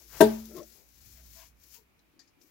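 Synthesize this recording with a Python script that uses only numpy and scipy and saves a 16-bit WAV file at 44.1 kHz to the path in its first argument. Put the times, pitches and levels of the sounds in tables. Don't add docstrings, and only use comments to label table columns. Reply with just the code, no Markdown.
import sys
import numpy as np
from scipy import signal
from scipy.io import wavfile

SR = 44100
rng = np.random.default_rng(int(sys.argv[2]) if len(sys.argv) > 2 else 0)


def how_loud(loudness_db):
    steps = np.asarray(loudness_db, float) / 20
    return 10 ** steps


def dump_mix(stems):
    frames = np.atleast_2d(stems).T
    limited = np.clip(frames, -1, 1)
    pcm = np.round(limited * 32767).astype(np.int16)
    wavfile.write(sys.argv[1], SR, pcm)


N = 110250


def rms_one(x):
    return x / np.sqrt(np.mean(x ** 2) + 1e-20)


def level(rows):
    s, db = np.transpose(rows)
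    return how_loud(np.interp(np.arange(N) / SR, s, db))


def at_hz(points, hz):
    points_hz, points_db = np.array(points)[:, 0], np.array(points)[:, 1]
    return np.interp(np.log(hz), np.log(points_hz), points_db)


def pan(x, left_db):
    left = how_loud(left_db)
    return x * np.array([[left], [1]]) * 2 / (1 + left)


def decay(start_s, t60_s):
    t = np.arange(N) / SR - start_s
    return (t > 0) * how_loud(-60 * np.maximum(t, 0) / t60_s)


def drift(rate_hz):
    hop = 40
    r = np.exp(-2 * np.pi * hop * rate_hz / SR)
    noise = rng.standard_normal(N // hop + 2002)
    slow = signal.lfilter([1], [1, -2 * r, r * r], noise)[2000:]
    return np.interp(np.arange(N) / hop, np.arange(len(slow)), rms_one(slow))


def ring(x, hz, t60_s, phase_rad=0):
    r, w = how_loud(-60 / (t60_s * SR)), 2 * np.pi * hz / SR
    strike = [np.sin(phase_rad), r * np.sin(w - phase_rad)]
    return signal.lfilter(strike, [1, -2 * r * np.cos(w), r * r], x + 1e-18)


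def resonate(x, hz, width_hz):
    r = np.exp(-np.pi * width_hz / SR)
    zeros = np.array([1, 0, -1]) * (1 - r * r) / 2
    return signal.lfilter(zeros, [1, -2 * r * np.cos(2 * np.pi * hz / SR), r * r], x)


def dip(x, hz, width_hz, depth):
    return x - np.clip(depth, 0, 1) * resonate(x, hz, width_hz)


def butter(x, order, hz, kind):
    return signal.sosfilt(signal.butter(order, hz, kind, fs=SR, output="sos"), x)


def grains(rate_per_s, spread_db):
    sizes = how_loud(spread_db * np.minimum(rng.exponential(1, N), 4)) * rng.choice([-1, 1], N)
    return rms_one(sizes * (rng.random(N) < rate_per_s / SR))


# (frequency [Hz], likeness [0..1])
LIKENESS = [(60, 0.25), (300, 0.13), (700, 0.05), (3000, 0.018)]


def coloured(x, spectrum, patchy_db, alike=None):
    out, edges_hz = 0, 25 * 2 ** np.arange(0, 9.6, 1 / 3)
    for k, (low, high) in enumerate(zip(edges_hz, edges_hz[1:])):
        hz = np.sqrt(low * high)
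        if hz < spectrum[0][0] * .7:
            continue
        mid, side = butter(np.roll(x, 997 * k, axis=1), 2, [low, high], "band")
        c = np.clip(at_hz(LIKENESS, hz) if alike is None else alike, 0, 1)
        gain = how_loud(at_hz(spectrum, hz) + patchy_db * drift(7))
        out = out + gain * (np.sqrt(1 + c) * mid + np.sqrt(1 - c) * side * [[1], [-1]])
    return rms_one(out)


# (time [s], level [dB], hardness [Hz])
KNOCK = [
    (0.205, -20.5, 2545),
    (0.2079, -9.5, 1997),
    (.2112, -10, 1999),
    (.2145, -21, 1600),
    (.2195, -14.5, 1400),
    (.2245, -12, 1100),
    (0.2297, -15.5, 900),
]
# (frequency [Hz], level [dB], t60 [s], left minus right [dB])
BOX = [(127, -18, .3, 0), (220.3, -10, .56, 1.5), (328.4, -9.5, .1, 6), (430.4, 3, .16, 7.5),
       (584.2, -18, 0.081, 8), (644.5, -1, 0.11, 8), (838.3, -20.5, 0.23, 8), (875, -12.5, .12, 10.5),
       (933.6, -12.5, 0.14, 4.5), (1300, -24.5, 0.12, 7), (1585, -8, 0.11, 8), (1747, -27, 0.053, 7),
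       (2041, -31.5, 0.04, 0.5), (505, -15, 0.07, 5.5)]
# (frequency [Hz], level [dB], t60 [s])
STEEL = [(4360, -33.5, 0.023), (6100, -34.5, .025), (11150, -29, .02), (12706, -28, .035),
         (14390, -28, 0.018)]
# (frequency [Hz], density [dB per Hz])
CRACK = [(1000, -24.5), (1600, -12.5), (3000, -14.5), (5500, -7.5), (8500, -19), (11000, -16),
         (13000, -11.5), (16000, -13)]
PANEL_TURN_RAD, PANEL_CUT_HZ = .7, 160
CRACK_DB, CRACK_T60_S, TAIL_DB, TAIL_T60_S, CRACK_PAN_DB = -16, 0.073, -31.5, 0.3, 12


def knock():
    t, pushes = np.arange(N) / SR, []
    for s, db, hard_hz in KNOCK:
        pulse = np.sin(np.pi * np.clip((t - s) * hard_hz, 0, 1)) ** 2
        pushes.append(-how_loud(db) * pulse * 2 * hard_hz / SR)
    body = 0
    for k, (hz, db, t60_s, pan_db) in enumerate(BOX):
        low = hz < 300
        force = 2 * pushes[1] if low else sum(pushes)
        turn_rad = PANEL_TURN_RAD * (-1) ** k * (not low)
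        pair = np.array([ring(force, hz, t60_s), ring(force, hz, t60_s, turn_rad)])
        body = body + pan(how_loud(db) * pair, pan_db)
    for _ in range(2):
        body = butter(body, 2, PANEL_CUT_HZ, "high")
    ticks = np.zeros(N)
    ticks[[int(s * SR) for s, _, _ in KNOCK[1:4]]] = 1
    steel = sum(how_loud(db) * ring(ticks, hz, t60_s) for hz, db, t60_s in STEEL)
    burst_gain = sum(how_loud(db + CRACK_DB) * decay(s, CRACK_T60_S) for s, db, _ in KNOCK[:3])
    burst_gain = burst_gain + how_loud(TAIL_DB) * decay(KNOCK[1][0], TAIL_T60_S)
    burst = burst_gain * coloured(rng.standard_normal((2, N)), CRACK, patchy_db=4.5, alike=0.55)
    return body + pan(steel + burst, CRACK_PAN_DB)


WOOD_TAIL_DB, WOOD_TAIL_T60_S, WOOD_TAIL_HZ = -36, .5, 1100


def wood_wash():
    wash = butter(rng.standard_normal((2, N)), 2, 300, "high")
    wash = rms_one(butter(wash, 1, WOOD_TAIL_HZ, "low"))
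    return pan(how_loud(WOOD_TAIL_DB) * decay(KNOCK[1][0], WOOD_TAIL_T60_S) * wash, left_db=6.5)


# (time [s], level [dB])
DRAG = [
    (.47, -70.5),
    (.51, -49.5),
    (.55, -47.5),
    (.565, -46),
    (.59, -40.5),
    (.62, -51),
    (.64, -61.5),
    (.67, -91),
]
# (frequency [Hz], width [Hz], level [dB])
DRAG_RES = [(331, 59, 0), (420, 34, -3.5), (270, 50, -8), (610, 50, -7.5), (1348.5, 81, -21),
            (172.3, 60, -11.5), (1900, 500, -18.5)]


def drag():
    slips, tone = grains(rate_per_s=1500, spread_db=2.8), 0
    for hz, width_hz, db in DRAG_RES:
        band = resonate(resonate(slips, hz, width_hz), hz, 1.5 * width_hz)
        tone = tone + how_loud(db + 1.5 * drift(5.2)) * rms_one(band)
    return pan(level(DRAG) * rms_one(tone), left_db=9.5)


# (time [s], level [dB])
STIR = [(0, -55), (.07, -57.5), (.11, -52.5), (.19, -45.5), (.47, -53.5), (.585, -54.5), (.66, -58.5),
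        (.75, -56.5), (.86, -65), (1.08, -56.5), (1.22, -59), (1.36, -52), (1.47, -58.5), (1.54, -79.5),
        (1.63, -61.5), (1.7, -57.5), (1.745, -48.5), (1.85, -78.5),
        (2.38, -86),
    (2.425, -63),
    (2.5, -69),
]
# (time [s], level over the rustle [dB])
SNAPS = [(.455, 6.5), (.567, 10.5), (0.584, 8), (.632, 0.5), (.888, 8.5), (.94, 2.5), (1.0, -10), (1.06, 5),
         (1.599, 5), (1.635, 9.5), (2.196, 24), (2.415, -1)]
# (frequency [Hz], density [dB per Hz])
WOOL = [(900, -29.5), (1500, -14), (3200, -13), (5500, -3), (7400, -2.5), (9500, -9.5), (12700, -3.5),
        (16000, -2.5)]
WOOL_PAN_DB, STRANDS_PER_S, GRAIN_SHARE, SNAP_T60_S = 13.5, 6300, 0.59, 0.027


def wool():
    rustle = np.array([GRAIN_SHARE * grains(STRANDS_PER_S, spread_db=1.0) + rng.standard_normal(N)
                       for _ in "lr"])
    snaps = sum((how_loud(db) - 1) * decay(s, SNAP_T60_S) for s, db in SNAPS)
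    gain = level(STIR) * how_loud(1.1 * drift(25)) * (1 + snaps)
    return pan(gain * coloured(rustle, WOOL, patchy_db=0.5, alike=0.16), WOOL_PAN_DB)


# (time [s], length [s], level [dB], pitch [Hz], width [Hz])
BRUSHES = [(0, .035, -70, 400, 350), (.085, .16, -62, 1400, 1300), (.12, .1, -60, 500, 700),
           (.552, .06, -56, 1080, 70), (.555, .055, -62, 3500, 4000), (.585, .07, -56, 600, 50),
           (.68, .2, -75, 380, 250), (1.14, .09, -73, 1800, 1200), (1.15, .1, -76, 650, 35),
           (1.335, .14, -75, 660, 50), (1.35, .14, -69, 2000, 1600), (1.345, .135, -72, 990, 140),
           (1.375, .06, -71, 1660, 90), (1.725, .06, -72, 2700, 600), (1.735, .085, -75, 960, 45),
           (1.755, .09, -76, 435, 30), (2.05, .28, -77, 290, 60), (2.35, .16, -74, 290, 70)]


def brushes():
    t, out = np.arange(N) / SR, 0
    for s, length_s, db, hz, width_hz in BRUSHES:
        tone = resonate(resonate(rng.standard_normal(N), hz, width_hz), hz, 3 * width_hz)
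        swell = np.sin(np.pi * np.clip((t - s) / length_s, 0, 1))
        out = out + how_loud(db + 5.5) * swell * rms_one(tone)
    return pan(out, left_db=13.5)


# (time [s], level [dB], weak mode [Hz], main mode [Hz], rattle [s])
CLINKS = [
    (.63, -53.5, 7400, 6050, 0.0078),
    (1.992, -70, 5900, 4023, 0.012),
    (2.193, -56, 1837, 4760, 0.031),
    (2.275, -68, 6660, 5130, 0.019),
    (2.414, -60.5, 2780, 5780, 0.0095),
]
# (frequency ratio, level [dB])
CLUSTER = [(1, 0), (.925, -7), (1.04, -9), (1.33, -10)]
CLINK_T60_S, CLINK_NOISE_DB, CLINK_WEAK_DB, CLINK_PAN_DB = .045, -2, -9.5, 16


def clinks():
    t, out = np.arange(N) / SR, 0
    fizz = rms_one(butter(rng.standard_normal(N), 2, [4200, 7500], "band"))
    for s, db, weak_hz, main_hz, rattle_s in CLINKS:
        hits = .08 * grains(1500, spread_db=2.5) * decay(s, 6 * rattle_s) * (t < s + rattle_s)
        hits[int(s * SR)] += .6
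        modes = 0
        for ratio, ratio_db in CLUSTER:
            weak = how_loud(CLINK_WEAK_DB) * ring(hits, weak_hz * ratio, CLINK_T60_S)
            modes = modes + how_loud(ratio_db) * (weak + ring(hits, main_hz * ratio, CLINK_T60_S))
        out = out + how_loud(db) * (modes + how_loud(CLINK_NOISE_DB) * fizz * decay(s, rattle_s * 7))
    return pan(out, CLINK_PAN_DB)


# (time [s], level [dB])
SHAKE = [
    (0.0, -71.5),
    (0.23, -48),
    (0.85, -71.5),
    (1.13, -56),
    (2.5, -89),
]
TABLE_HZ, TABLE_WIDTH_HZ, TABLE_PAN_DB = 59.3, 5.2, -2


def table():
    mid, side, lumps = rng.standard_normal((3, N))
    hum_mid, hum_side = [rms_one(resonate(resonate(v, TABLE_HZ, TABLE_WIDTH_HZ), TABLE_HZ, 40))
                         for v in (mid, side)]
    even = rms_one(hum_mid / (np.abs(signal.hilbert(hum_mid)) + .5))
    thud = rms_one(butter(lumps, 2, [35, 170], "band"))
    return pan(level(SHAKE) * (even + .3 * hum_side * [[1], [-1]] + 0.4 * thud), TABLE_PAN_DB)


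ROOM_T60_S, WALL_CUT_HZ, ROOM_DB = 0.31, 5000, -19


def room(x):
    out, dull = np.zeros((2, N)), np.exp(-2 * np.pi * WALL_CUT_HZ / SR)
    lags = (rng.uniform(.012, .035, 16) * SR).astype(int)
    for k, lag in enumerate(lags):
        loop, gain, state = x.copy(), how_loud(-60 * lag / SR / ROOM_T60_S), [0.]
        for i in range(lag, N, lag):
            back, state = signal.lfilter([gain * (1 - dull)], [1, -dull], loop[i - lag:i], zi=state)
            loop[i:i + lag] += back[:N - i]
        out[k % 2] += (loop - x) * (-1) ** (k // 2)
    return out


# (frequency [Hz], density [dB per Hz])
FLOOR = [(30, -7), (150, -10), (300, -10), (500, -16), (1500, -19), (2600, -21), (4500, -27),
         (16000, -33.5)]
FLOOR_DB = -70
FAN_DB, FAN_HZ, FAN_WIDTH_HZ, FAN_PAN_DB = -80, 2340, 350, -5


def floor():
    band = np.array([rms_one(resonate(resonate(v, FAN_HZ, FAN_WIDTH_HZ), FAN_HZ, 2 * FAN_WIDTH_HZ))
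                     for v in rng.standard_normal((2, N))])
    tone = coloured(rng.standard_normal((2, N)), FLOOR, patchy_db=.5)
    return how_loud(FLOOR_DB) * tone + pan(how_loud(FAN_DB) * band, FAN_PAN_DB)


def scene():
    hard = knock() + drag() + clinks()
    echoes = how_loud(ROOM_DB) * room(hard.mean(axis=0))
    return hard + echoes + wood_wash() + wool() + brushes() + table() + floor()


def top_cut(x):
    return signal.sosfilt(signal.butter(12, 16420, fs=SR, output="sos"), x)


HISS_DB, HISS_HZ, CUTOFF_HZ, CEILING = -77, 10500, 15850, .995


def record(dry):
    left = dip(dry[0], hz=8460, width_hz=3200, depth=.75)
    right = dip(dry[1], hz=13800, width_hz=6900, depth=0.95)
    right = dip(right, hz=6200, width_hz=4300, depth=.75)
    hiss = butter(rng.standard_normal((2, N)), 2, HISS_HZ, "high")
    mics = np.array([left, right]) + how_loud(HISS_DB) * hiss
    mics = signal.sosfilt(signal.ellip(10, .5, 40, CUTOFF_HZ, fs=SR, output="sos"), mics)
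    return top_cut(np.clip(mics, -CEILING, CEILING))


dry = scene()
out = record(dry)
dump_mix(out)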